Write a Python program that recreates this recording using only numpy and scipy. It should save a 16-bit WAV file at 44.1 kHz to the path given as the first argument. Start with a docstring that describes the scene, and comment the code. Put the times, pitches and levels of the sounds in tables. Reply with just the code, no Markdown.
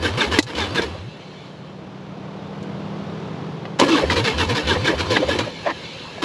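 """A motorcycle's starter cranks its V-twin engine in two tries without catching; a last grind begins a third.
Gear teeth grind, crackle, hum and squeal under each compression, and the starter whirrs down between tries.
Each exhaust stroke is a tone that glides upward, short barks are hoarse gliding tones, and a kickback knocks.
Behind it all, another vehicle swells and fades: steady engine tones over a rush of noise."""
import sys
import numpy as np
from scipy import signal
from scipy.io import wavfile

SR = 44100
rng = np.random.default_rng(int(sys.argv[2]) if len(sys.argv) > 2 else 0)


def unload_wav(signal):
    """Save mono or channel-first audio to the path in sys.argv[1] as 16-bit WAV at rate SR, clipped to [-1, 1]."""
    wavfile.write(
        sys.argv[1],
        SR,
        np.round(np.clip(np.atleast_2d(signal).T, -1, 1) * 32767).astype(np.int16),
    )


N = 275184
T = np.arange(N) / SR   # time of each sample in seconds

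# Presses of the starter button.
# Each row: pressed at seconds, released at seconds, coasting time in seconds, whirr in relative dB.
PRESSES = [(-.5, .845, .6, -44.5), (3.79, 5.412, .81, -35)]
# Compressions that load the starter.
# Each row: start in seconds, length in seconds, then grind, gear hum and crackle in relative dB.
LOADS = [(0.024, 0.091, -22, -31, -35), (0.172, 0.12, -22.5, -22.5, -34), (0.312, 0.096, -23.5, -24, -34),
         (0.463, 0.077, -33, -29, -39), (0.547, 0.13, -28, -30, -32.5), (0.744, 0.08, -24.5, -32, -35),
         (0.815, 0.039, -29, -26, -33), (3.788, 0.115, -27, -26, -36), (3.88, 0.097, -24.5, -44, -29),
         (3.952, 0.099, -26.5, -24.5, -38), (4.096, 0.064, -23.5, -23, -27),
         (4.155, 0.074, -21, -19.5, -36), (4.237, 0.096, -24, -22, -27.5), (4.376, 0.089, -21, -25, -30.5),
         (4.485, 0.057, -23.5, -19, -41), (4.546, 0.078, -27, -24, -28.5), (4.669, 0.1, -23, -31, -32.5),
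         (4.843, 0.09, -22.5, -28, -32), (4.983, 0.058, -26.5, -28, -34), (5.099, 0.1, -23.5, -26, -29),
         (5.281, .09, -24.5, -26, -37), (5.382, 0.047, -28.5, -23, -43), (6.219, 0.11, -20, -32, -30)]
# Overtones of the gear hum. Each row: multiple of the tooth rate, relative level in dB.
GEAR_OVERTONES = [(1, 0), (2, -8), (3, -17), (4, -14), (5, -18), (6, -20), (7, -19)]
# Hard steel parts that the crackle sets ringing. Each row: pitch in Hz, width in Hz.
STEEL_PARTS = [(2650, 560), (3200, 270), (3650, 900), (4150, 1050), (5100, 330)]
# Resonances of the crankcase.
# Each row: pitch in Hz, width in Hz (65 at least is used), average level in dB over the plain sound.
CASTING = [(531, 56, 12), (1036, 310, 10), (1686, 410, 5), (1708, 25, 11), (1830, 50, 6), (2230, 246, 14),
           (2650, 164, 10.5), (2986, 253, 10.5), (3504, 21.7, 9), (3893, 28, 11.5), (4100, 37, 4),
           (5160, 36, -3.5)]
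# Tone colours of the noisy sounds. Each row: frequency in Hz, relative level in dB.
GRINDING = [(100, -36), (200, 10.5), (310, 15.5), (500, -1), (720, -4), (1300, -2.5), (2200, -9),
            (4000, -8), (5500, -11), (7500, -15.5), (10500, -17.5), (11500, -30), (15000, -43)]
WHIRRING = [(120, 18.5), (400, 8), (1100, -3), (2000, -7.5), (3400, -3), (4300, -1.5), (5200, -7.5),
            (7000, -9.5), (8500, -17), (10500, -16), (12000, -34), (15000, -103)]
RASPING = [(200, -14), (700, 0), (1050, 0), (1450, -11), (1820, 4), (2100, -6), (2400, -5), (3000, -14),
           (6000, -27), (14000, -62)]
CLASHING = [(120, -41), (350, 8.5), (900, 8), (1800, -11), (3800, -4), (7000, -4.5), (11000, -14.5),
            (15000, -111)]
RUSH = [(30, -36), (65, -11), (105, -1.5), (170, 0.5), (330, -0.5), (650, -5), (1100, -9), (1800, -18.5),
        (3500, -20.5), (6000, -33), (8500, -44.5), (10500, -45.5), (12000, -65), (15000, -58)]
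# Gear squeals: gliding overtones of the gear hum, mostly falling under load.
# Each row: start in seconds, length in seconds, first Hz, last Hz, squeal in dB, shrill ring in dB.
GEAR_SQUEALS = [(0.039, 0.037, 1630, 1520, -19.5, -24), (0.203, 0.031, 1720, 1535, -13.5, -18),
                (0.337, 0.018, 1740, 1610, -17, -28), (0.594, 0.059, 1785, 1542, -25, -28),
                (0.768, 0.045, 1730, 1480, -18.5, -21), (3.883, 0.085, 2760, 2560, -22.5, -32),
                (3.935, 0.036, 1317, 930, -16.5, -21), (3.965, 0.059, 885, 834, -25, -40),
                (3.97, 0.025, 1585, 1610, -21.5, -38), (4.26, 0.041, 1957, 1644, -24, -27),
                (4.397, 0.045, 1936, 1610, -26, -25), (4.57, .04, 1860, 1710, -35, -27),
                (4.697, 0.037, 1746, 1490, -17, -20), (4.866, 0.032, 1686, 1500, -16, -18.5),
                (5.091, .075, 1019, 983, -23, -38), (5.15, .03, 1798, 1530, -12.5, -20.5),
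                (5.279, 0.064, 1753, 1636, -22, -28.5)]
# One groan under load. The values: start in seconds, length in seconds, first Hz, last Hz, level in dB.
GROAN = (3.893, 0.08, 335, 250, -11)
# Spells of evenly spaced exhaust strokes, the second one slower as the engine coasts.
# Each row: first exhaust stroke in seconds, end in seconds, engine cycle in seconds, level in relative dB.
STROKE_SPELLS = [(-.028, 0.805, 0.29, -23.5), (0.831, 1.127, .36, -30), (4.031, 5.421, .3015, -21.5)]
# Exhaust strokes of the two cylinders.
# Each row: delay and length as shares of the cycle, first Hz, last Hz, level in relative dB.
CYLINDERS = [(0, 0.357, 65.2, 99, 0), (0.417, 0.301, 79, 135.3, 1.5)]
# Short barks of the labouring starter and engine.
# Each row: start in seconds, length in seconds, first Hz, last Hz, tone in dB, rasp in relative dB.
BARKS = [(0.78, 0.032, 356, 310, -14.5, -27), (0.823, 0.045, 470, 407, -23, -56),
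         (0.938, 0.04, 554, 485, -29.5, -55), (3.944, 0.068, 544, 425, -19, -43),
         (4.014, 0.048, 591, 464, -13, -28.5), (4.705, 0.031, 436.4, 350, -14, -37),
         (4.74, 0.045, 560, 466, -19, -26.5), (4.868, 0.065, 356, 286.5, -15.5, -24.5),
         (4.913, 0.046, 564, 500, -19, -32.5), (5.17, 0.068, 301, 294.8, -17.5, -52),
         (5.211, 0.045, 519, 535, -14.5, -38), (5.274, 0.035, 620, 516, -16.5, -46),
         (5.336, 0.045, 380, 330, -19, -37), (5.46, 0.031, 632, 543, -22, -60),
         (5.637, 0.075, 563.6, 611.4, -21.5, -31), (5.659, 0.024, 662, 690, -13, -32),
         (5.648, 0.047, 842, 783, -28, -46), (5.669, 0.04, 990, 1080, -20, -45),
         (5.693, 0.032, 1760, 1910, -32, -27), (5.696, 0.019, 2730, 2980, -37, -38),
         (5.65, .1, 311.3, 344, -27.5, -40.5), (6.174, 0.026, 698.5, 601, -29, -48)]
# Knocks of the kickback, the solenoid and the gears.
# Each row: start in seconds, thud in dB, clash in relative dB, extra treble in dB, gear ring in relative dB.
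KNOCKS = [(0.3876, 9, -11.5, 9.5, -2), (3.653, -45, -36.5, -19, -31), (3.788, -48, -31, 3, -33),
          (3.7976, -9.5, -16.5, 4.5, -18), (3.8137, -15, -17.5, -15, -30), (3.8221, -1, -35, -18, -35),
          (3.834, -8, -26, -10, -45), (4.1, -26, -33, -8, -14), (4.16, -30, -39, -9, -20),
          (4.874, -25, -27.5, 2, -20), (5.167, -8, -19.5, -10, -13), (5.388, -12.5, -25, 2, -33)]
# Ringing tones of struck gears. Each row: pitch in Hz, relative level in dB, decay time in seconds.
GEAR_RING = [(1617, -0.5, 0.0029), (1956, 0, 0.0062), (2020, -1.5, 0.006), (2540, -11, 0.01),
             (4760, -11, 0.004), (4750, -19.5, 0.008)]
# Light clicks of the mechanism. Each row: start in seconds, level in relative dB.
CLICKS = [(0.425, -16), (2.626, -41)]
# Turning speed of the other vehicle's crank. Each row: time in seconds, turns per second.
CRANK = [(0, 11.6), (1.62, 11.87), (2.95, 12.43), (3.75, 12.6)]
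# Tones of the other engine: the long ones swell later and linger, the short ones come earlier and briefly.
# Each row: multiple of the crank rate, relative level in dB.
LONG_ORDERS = [(8, -13), (9, -13), (10.5, -14), (11, -5), (12, -14), (13, 0.5), (14, -17), (15, -10),
               (31, -9.5), (35, -11)]
SHORT_ORDERS = [(16, 0), (22, -17), (27, -14), (39, -13), (53, -17)]

TOOTH_HZ = 517   # gear teeth per second of the unloaded starter
SPIN_UP_S, LABOUR_SPEED = .215, .66   # just after a press it labours at this share of its speed
LABOUR_GRIND_DB = 7   # the running gears are louder by this much while it labours
SAG_PER_S, RECOVERY = 1.7, 1.4   # peak share of speed lost per second of load; dip length over load length
WHIRR_FADES_HZ = 189   # below this tooth rate the whirr dies away
KICKBACK_S, THROWN_OUT_S, THROWN_OUT_DB = .398, .068, -8   # the kickback throws the gears out of mesh
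MESH_DB, GEAR_HUM_DB = -33, -39   # grind and hum of running gears, in relative dB
CHURN_DB, WHINE_DB = -32, -44   # noise of the turning engine; whine before its resonance
ROTOR_DB = -16   # singing of the rotor, over the whirr setting
CASE_HZ, CASE_WIDTH_HZ = 4500, 500   # resonance of the starter's housing
CRACKLES_PER_S = 1300   # average rate of tiny impacts
TIRING_DB = -8   # the exhaust strokes weaken by about this much towards the end of a spell
# Passing of the other vehicle: loudest at seconds, time to fall by 3 dB in seconds, top level in relative dB.
LONG_PASS = (3.32, .57, -36)
SHORT_PASS = (2.82, .3, -33)
RUSH_PASS = (3.16, .76, -33)
CUTOFF_HZ = 16200   # top of the treble


def starter(flutter=.0064, rattle_db=2.0):
    """Gears grind, crackle and hum at the tooth rate, the rotor whirrs and sings, and the engine churns."""
    tooth_hz, drive, labour, whirr_gain = motor()
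    grind, hum, crackling, sag = compressions()
    grind = grind + drive * from_db(MESH_DB + LABOUR_GRIND_DB * labour)
    hum = hum + drive * from_db(GEAR_HUM_DB)
    angle = angle_of(tooth_hz * (1 - sag))
    mesh = angle + angle_of(flutter * tooth_hz * drift(150))   # backlash lets the teeth flutter
    contacts = teeth(mesh, uneven_db=2.5, scrape=1.45, throb=.5)
    rattle = from_db(rattle_db * drift(260))
    gears = coloured(crankcase(.5 * grind * rattle * contacts), GRINDING)
    coasting = teeth(angle, uneven_db=2, scrape=2, throb=.2)
    whirr = coloured(crankcase(.5 * whirr_gain * coasting), WHIRRING)
    singing = whine(angle, drive) + whirr_gain * from_db(ROTOR_DB) * rotor(angle)
    churn = coloured(drive * from_db(CHURN_DB) * rng.standard_normal(N), RUSH)
    return panels(gears + whirr) + crackling * crackle() + singing + hum * gear_hum(mesh) + churn


def motor(steepness=14, let_go_s=.098):
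    """The starter labours, reaches full speed and coasts: tooth rate, drive 0-1, labour 0-1, whirr gain."""
    tooth_hz, drive, labour, whirr = np.zeros((4, N))
    for pressed, released, coast_s, db in PRESSES:
        on = T >= pressed
        coasted = np.maximum(T[on] - released, 0)
        labour[on] = 1 - np.minimum((T[on] - pressed) / SPIN_UP_S, 1) ** steepness
        tooth_hz[on] = TOOTH_HZ * (1 - (1 - LABOUR_SPEED) * labour[on]) * np.exp(-coasted / coast_s)
        drive[on] = np.exp(-coasted / let_go_s)
        whirr[on] = from_db(db) * np.minimum(tooth_hz[on] / WHIRR_FADES_HZ, 1) ** 2
    thrown_out = (T > KICKBACK_S) & (T < KICKBACK_S + THROWN_OUT_S)
    meshed = from_db(THROWN_OUT_DB * thrown_out)
    return tooth_hz, drive * meshed, labour, whirr * meshed


def compressions(bite_s=.0062, pedestal=.78, release=.59, jolt=.38, jolt_s=.0055):
    """Compression presses the teeth and slows the motor: grind, hum and crackle gains, share of speed lost."""
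    grind, hum, crackling, sag = np.zeros((4, N))
    for start, length, db, hum_db, crackle_db in LOADS:
        at, u = span(start, length)
        age = u * length
        # the teeth bite with a jolt, then ease off towards the top of the compression
        bite = np.minimum(age / bite_s, 1)
        pressure = pedestal + (1 - pedestal) * np.sin(np.pi * u)
        easing = np.minimum((1 - u) / release, 1)
        load = bite * pressure * easing * (1 + jolt * np.exp(-age / jolt_s))
        grind[at] += from_db(db) * load
        crackling[at] += from_db(crackle_db) * load
        hum[at] += from_db(hum_db) * np.sin(np.pi * u)
        # the flywheel makes the speed lag behind the load
        at, u = span(start, RECOVERY * length)
        sag[at] += SAG_PER_S * length * np.sin(np.pi * u) ** 2
    return grind, hum, crackling, np.clip(sag, 0, .8)


def teeth(angle, uneven_db, scrape, throb):
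    """One impact per gear tooth, each with its own strength, and scraping that pulses along with them."""
    contact = np.diff(np.floor(angle / (2 * np.pi)), prepend=0)
    impacts = contact * from_db(uneven_db * np.clip(rng.standard_normal(N), -2, 2))
    # bring the average power to 1 at the fastest tooth rate
    top_rate = np.max(np.diff(angle)) / (2 * np.pi)
    impacts /= np.sqrt(np.mean(impacts[contact > 0] ** 2) * top_rate)
    scraping = rng.standard_normal(N) * (1 + throb * np.cos(angle))
    return (impacts + scrape * scraping) / np.hypot(1, scrape)


def gear_hum(mesh):
    """The meshing teeth hum on overtones of the tooth rate, the first four wavering more and more."""
    tone = np.zeros(N)
    for k, db in GEAR_OVERTONES:
        waver_db = min(k, 4) * drift(45)
        tone += from_db(db + waver_db) * np.sin(k * mesh + rng.uniform(0, 2 * np.pi))
    return tone


def crackle(uneven_db=-3.5, dull_hz=7000):
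    """The loaded gear train crackles: tiny uneven impacts at random, each ringing one steel part; rms 1."""
    hit = rng.random(N) < CRACKLES_PER_S / SR
    sizes = from_db(uneven_db * np.clip(rng.standard_normal(N), -2, 2)) * rng.choice([-1, 1], N)
    part = rng.integers(0, len(STEEL_PARTS), N)
    rings = np.zeros(N)
    for k, (hz, width) in enumerate(STEEL_PARTS):
        # the tiny offset keeps numbers from getting too small to compute quickly
        rings += resonance(hit * sizes * (part == k) + 1e-18, hz, width)
    return rms_one(signal.sosfilt(signal.butter(2, dull_hz, fs=SR, output="sos"), rings))


def rotor(angle, count=36, spread_db=3):
    """The commutator and bearings sing on many multiples of the shaft, which turns once in nine teeth."""
    shaft = angle / 9
    multiples = 36 + 3 * np.arange(count)
    gains = from_db(spread_db * rng.standard_normal(count)) / np.hypot(1, (multiples / 95) ** 4)
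    singing = np.zeros(N)
    for multiple, gain in zip(multiples, gains):
        singing += gain * np.sin(multiple * shaft + rng.uniform(0, 2 * np.pi))
    return rms_one(singing)


def whine(angle, drive):
    """The driven commutator whines unsteadily, loudest near full speed, where it meets the housing's resonance."""
    tone = from_db(4 * drift(90)) * np.sin(9 * angle + .7 * drift(260))
    return resonance(from_db(WHINE_DB) * drive ** 2 * tone, CASE_HZ, CASE_WIDTH_HZ)


def crankcase(x):
    """The casting adds its resonances, each stronger or weaker as the point of contact moves."""
    out = x.copy()
    for hz, width, db in CASTING:
        out += resonance(x * from_db(db + 4.5 * drift(18)), hz, max(width, 65))
    return out


def panels(x, ring_db=-5, ring_s=.01, count=4):
    """Tank and covers add a short, dense ring; the shaking shifts from one panel to another."""
    age = np.arange(SR // 20) / SR
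    shares = np.array([drift(22) for _ in range(count)])
    ring = np.zeros(N)
    for share in shares / np.linalg.norm(shares, axis=0):
        tail = rng.standard_normal(len(age)) * np.exp(-age / ring_s)
        ring += signal.fftconvolve(x * share, tail / np.linalg.norm(tail))[:N]
    ring = signal.sosfilt(signal.butter(2, 1100, "high", fs=SR, output="sos"), ring)
    return (x + from_db(ring_db) * ring) / np.hypot(1, from_db(ring_db))


def groan(bend=2.6, overtone_db=-17):
    """Heaving the engine over a compression, the starter groans on one clean note that drops ever faster."""
    start, length, first_hz, last_hz, db = GROAN
    out = np.zeros(N)
    at, u = span(start, length)
    angle = angle_of(first_hz + (last_hz - first_hz) * u ** bend)
    out[at] = from_db(db) * np.sin(np.pi * u) * (np.sin(angle) + from_db(overtone_db) * np.sin(4 * angle))
    return out


def gear_squeals(ring_hz=3600, ring_fall=.088, ring_lead_s=.0067, ring_width_hz=450):
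    """Overtones of the gear hum squeal, mostly falling under load; a shrill, rough ring comes just ahead."""
    out = np.zeros(N)
    ring_first_hz, ring_last_hz = ring_hz * (1 + ring_fall / 2), ring_hz * (1 - ring_fall / 2)
    for start, length, first_hz, last_hz, db, ring_db in GEAR_SQUEALS:
        at, u = span(start, length)
        out[at] += from_db(db) * hoarse_glide(u, first_hz, last_hz, hoarse=.45, width_hz=260)
        at, u = span(start - ring_lead_s, length)
        out[at] += from_db(ring_db) * hoarse_glide(u, ring_first_hz, ring_last_hz, 1, ring_width_hz)
    return out


def exhaust(bend=1.3, opening_s=.00031, first_share=.81, closing=.014, pop_db=-5):
    """The rising piston shrinks the cylinder behind the open valve, so the pipe's boom glides upward."""
    out = np.zeros(N)
    for start, length, first_hz, last_hz, db in strokes():
        at, u = span(start, length * (1 + closing))
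        u = u * (1 + closing)   # the boom fades while the valve closes
        age = u * length
        angle = angle_of(first_hz + (last_hz - first_hz) * u ** bend)
        valve_closing = np.clip((1 + closing - u) / (2 * closing), 0, 1)
        boom = (first_share + (1 - first_share) * u) * valve_closing * np.sin(angle)
        pop = np.exp(-age / .007) * np.sin(3 * angle)
        opening = 1 - np.exp(-age / opening_s)
        out[at] += from_db(db) * opening * (boom + from_db(pop_db) * pop)
    return out


def strokes(tiring_power=2.6):
    """The cylinders exhale in turn, once per engine cycle: start and length in s, first Hz, last Hz, dB."""
    rows = []
    for first, end, cycle_s, spell_db in STROKE_SPELLS:
        for cycle in np.arange(first, end, cycle_s):
            for delay, length, first_hz, last_hz, db in CYLINDERS:
                start = cycle + delay * cycle_s
                tired_db = TIRING_DB * ((start - first) / (end - first)) ** tiring_power
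                rows.append((start, length * cycle_s, first_hz, last_hz, spell_db + db + tired_db))
    return rows


def barks(width_hz=280, hoarse=.86):
    """The labouring starter and engine bark briefly: hoarse gliding tones with a rasp on them."""
    tone, rasp = np.zeros((2, N))
    for start, length, first_hz, last_hz, tone_db, rasp_db in BARKS:
        at, u = span(start, length)
        tone[at] += from_db(tone_db) * hoarse_glide(u, first_hz, last_hz, hoarse, width_hz)
        rasp[at] += from_db(rasp_db) * np.sin(np.pi * u)
    return tone + coloured(rasp * rng.standard_normal(N), RASPING)


def knocks(thud_hz=300, thud_s=.006, clash_s=.0073, click_s=.009, rise_s=.0013, snap_s=.00041,
           bright_hz=3800, click_body_db=-16):
    """The frame thuds under clashing steel and ringing gears; light clicks are mostly treble."""
    thuds, rings, dull, bright = np.zeros((4, N))
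    age = np.arange(SR // 8) / SR
    attack, snap = 1 - np.exp(-age / rise_s), 1 - np.exp(-age / snap_s)
    thud = attack * np.exp(-age / thud_s) * np.sin(2 * np.pi * thud_hz * age)
    for start, thud_db, clash_db, bright_db, ring_db in KNOCKS:
        at = round(start * SR) + np.arange(len(age))
        thuds[at] += from_db(thud_db) * thud
        for hz, db, decay_s in GEAR_RING:
            ring = np.exp(-age / decay_s) * np.sin(2 * np.pi * (hz * age + rng.random()))
            rings[at] += from_db(ring_db + db) * snap * ring
        clash = from_db(clash_db) * snap * np.exp(-age / clash_s)
        dull[at] += clash
        bright[at] += from_db(bright_db) * clash
    for start, db in CLICKS:
        at = round(start * SR) + np.arange(len(age))
        click = from_db(db) * attack * np.exp(-age / click_s)
        dull[at] += from_db(click_body_db) * click
        bright[at] += click
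    clashes = np.zeros(N)
    for side, gain in (("low", dull), ("high", bright)):
        band = signal.butter(3, bright_hz, side, fs=SR, output="sos")
        clashes += signal.sosfilt(band, gain * rng.standard_normal(N))
    return thuds + rings + coloured(crankcase(clashes), CLASHING)


def other_vehicle(throb=.08, rumble_db=-60):
    """Engine tones over a rush that throbs with three firings per turn, and a faint street rumble."""
    angle = angle_of(in_time(CRANK)[0])
    firing = 1 + throb * np.cos(3 * angle)
    out = coloured(from_db(passing(*RUSH_PASS)) * rng.standard_normal(N) * firing, RUSH)
    for orders, level_db in ((LONG_ORDERS, passing(*LONG_PASS)), (SHORT_ORDERS, passing(*SHORT_PASS))):
        for multiple, db in orders:
            gain = np.sqrt(2) * from_db(level_db + db + .7 * drift(6))   # a slight waver
            out += gain * np.sin(multiple * angle + rng.uniform(0, 2 * np.pi))
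    rumble = signal.sosfilt(signal.butter(2, 70, fs=SR, output="sos"), rng.standard_normal(N))
    return out + from_db(rumble_db) * rms_one(rumble)


def passing(loudest_s, width_s, top_db):
    """Level in dB of a source going by on a straight road."""
    return top_db - 10 * np.log10(1 + ((T - loudest_s) / width_s) ** 2)


def hoarse_glide(u, first_hz, last_hz, hoarse, width_hz):
    """A gliding tone, partly clean and partly roughened by noise, that swells and fades over the progress u."""
    angle = angle_of(first_hz + (last_hz - first_hz) * u)
    smooth = signal.butter(2, width_hz / 2, fs=SR, output="sos")
    a, b = rms_one(signal.sosfilt(smooth, rng.standard_normal((2, SR // 4))))[:, -len(u):]
    rough = (a * np.sin(angle) + b * np.cos(angle)) / np.sqrt(2)
    return np.sin(np.pi * u) ** 2 * (np.sin(angle) + hoarse * rough) / np.hypot(1, hoarse)


def resonance(x, hz, width):
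    """A two-pole filter that rings at one pitch, with a gain of about 1 there."""
    r = np.exp(-np.pi * width / SR)
    poles = [1, -2 * r * np.cos(2 * np.pi * hz / SR), r * r]
    return signal.lfilter(np.array([1, 0, -1]) * (1 - r * r) / 2, poles, x)


def coloured(x, spectrum, size=4096):
    """Filter with the given spectrum, without sounding early; steady white noise keeps its power."""
    hz, db = np.transpose(spectrum)
    grid = np.maximum(np.abs(np.fft.fftfreq(size, 1 / SR)), 1)
    gain = from_db(np.interp(np.log(grid), np.log(hz), db)) * np.minimum(grid / hz[0], 1)
    # the Hilbert transform of the log gain gives the phase that puts the energy first
    response = np.fft.ifft(np.exp(signal.hilbert(np.log(gain)).conj())).real[:size // 2]
    return signal.fftconvolve(x, response / np.linalg.norm(response))[:N]


def drift(rate):
    """Slow random wander: straight lines between random points, at the given points per second."""
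    knots = rng.standard_normal(4000)
    return np.interp(T * rate, np.arange(len(knots)), knots)


def span(start, length):
    """The samples of an event, and its progress from 0 to 1."""
    at = np.flatnonzero((T >= start) & (T < start + length))
    return at, (T[at] - start) / length


def in_time(rows):
    """Each column of a curve, sample by sample."""
    s, *columns = np.transpose(rows)
    return [np.interp(T, s, c) for c in columns]


def angle_of(hz):
    """Running angle of a rotation, in radians."""
    return 2 * np.pi * np.cumsum(hz) / SR


def rms_one(x):
    """Scale to an rms level of 1."""
    return x / np.sqrt(np.mean(x ** 2) + 1e-20)


def from_db(db):
    """Decibels to gain."""
    return 10 ** (np.asarray(db) / 20)


def limiter(x, release_db_per_s=45):
    """Peaks over full scale turn the gain down at once; it recovers at a steady rate."""
    over_db = 20 * np.log10(np.maximum(np.abs(x).max(axis=0), 1))
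    cut_db = np.maximum.accumulate(over_db + release_db_per_s * T) - release_db_per_s * T
    return x * from_db(-cut_db)


def scene(side_db=-8, side_hz=13000):
    """All sources add up in open air; mainly the top treble, above side_hz, differs between the channels."""
    mid = starter() + groan() + gear_squeals() + exhaust() + barks() + knocks() + other_vehicle()
    treble = signal.sosfilt(signal.butter(2, side_hz, "high", fs=SR, output="sos"), mid)
    side = from_db(side_db) * np.roll(treble, SR // 500)   # 2 ms late
    return mid + side * [[1], [-1]]


def record(dry, notch_hz=9000, notch_q=6, hiss_db=-92, low_cut_hz=56):
    """The microphone drops deep bass, its housing cuts a notch, hiss is added; peaks and top are cut."""
    heard = signal.lfilter(*signal.iirnotch(notch_hz, notch_q, SR), dry)
    heard = signal.sosfilt(signal.butter(3, low_cut_hz, "high", fs=SR, output="sos"), heard)
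    heard = limiter(heard + from_db(hiss_db) * rng.standard_normal((2, N)))
    return signal.sosfilt(signal.cheby2(14, 70, CUTOFF_HZ, fs=SR, output="sos"), heard)


dry = scene()
out = record(dry)
unload_wav(out)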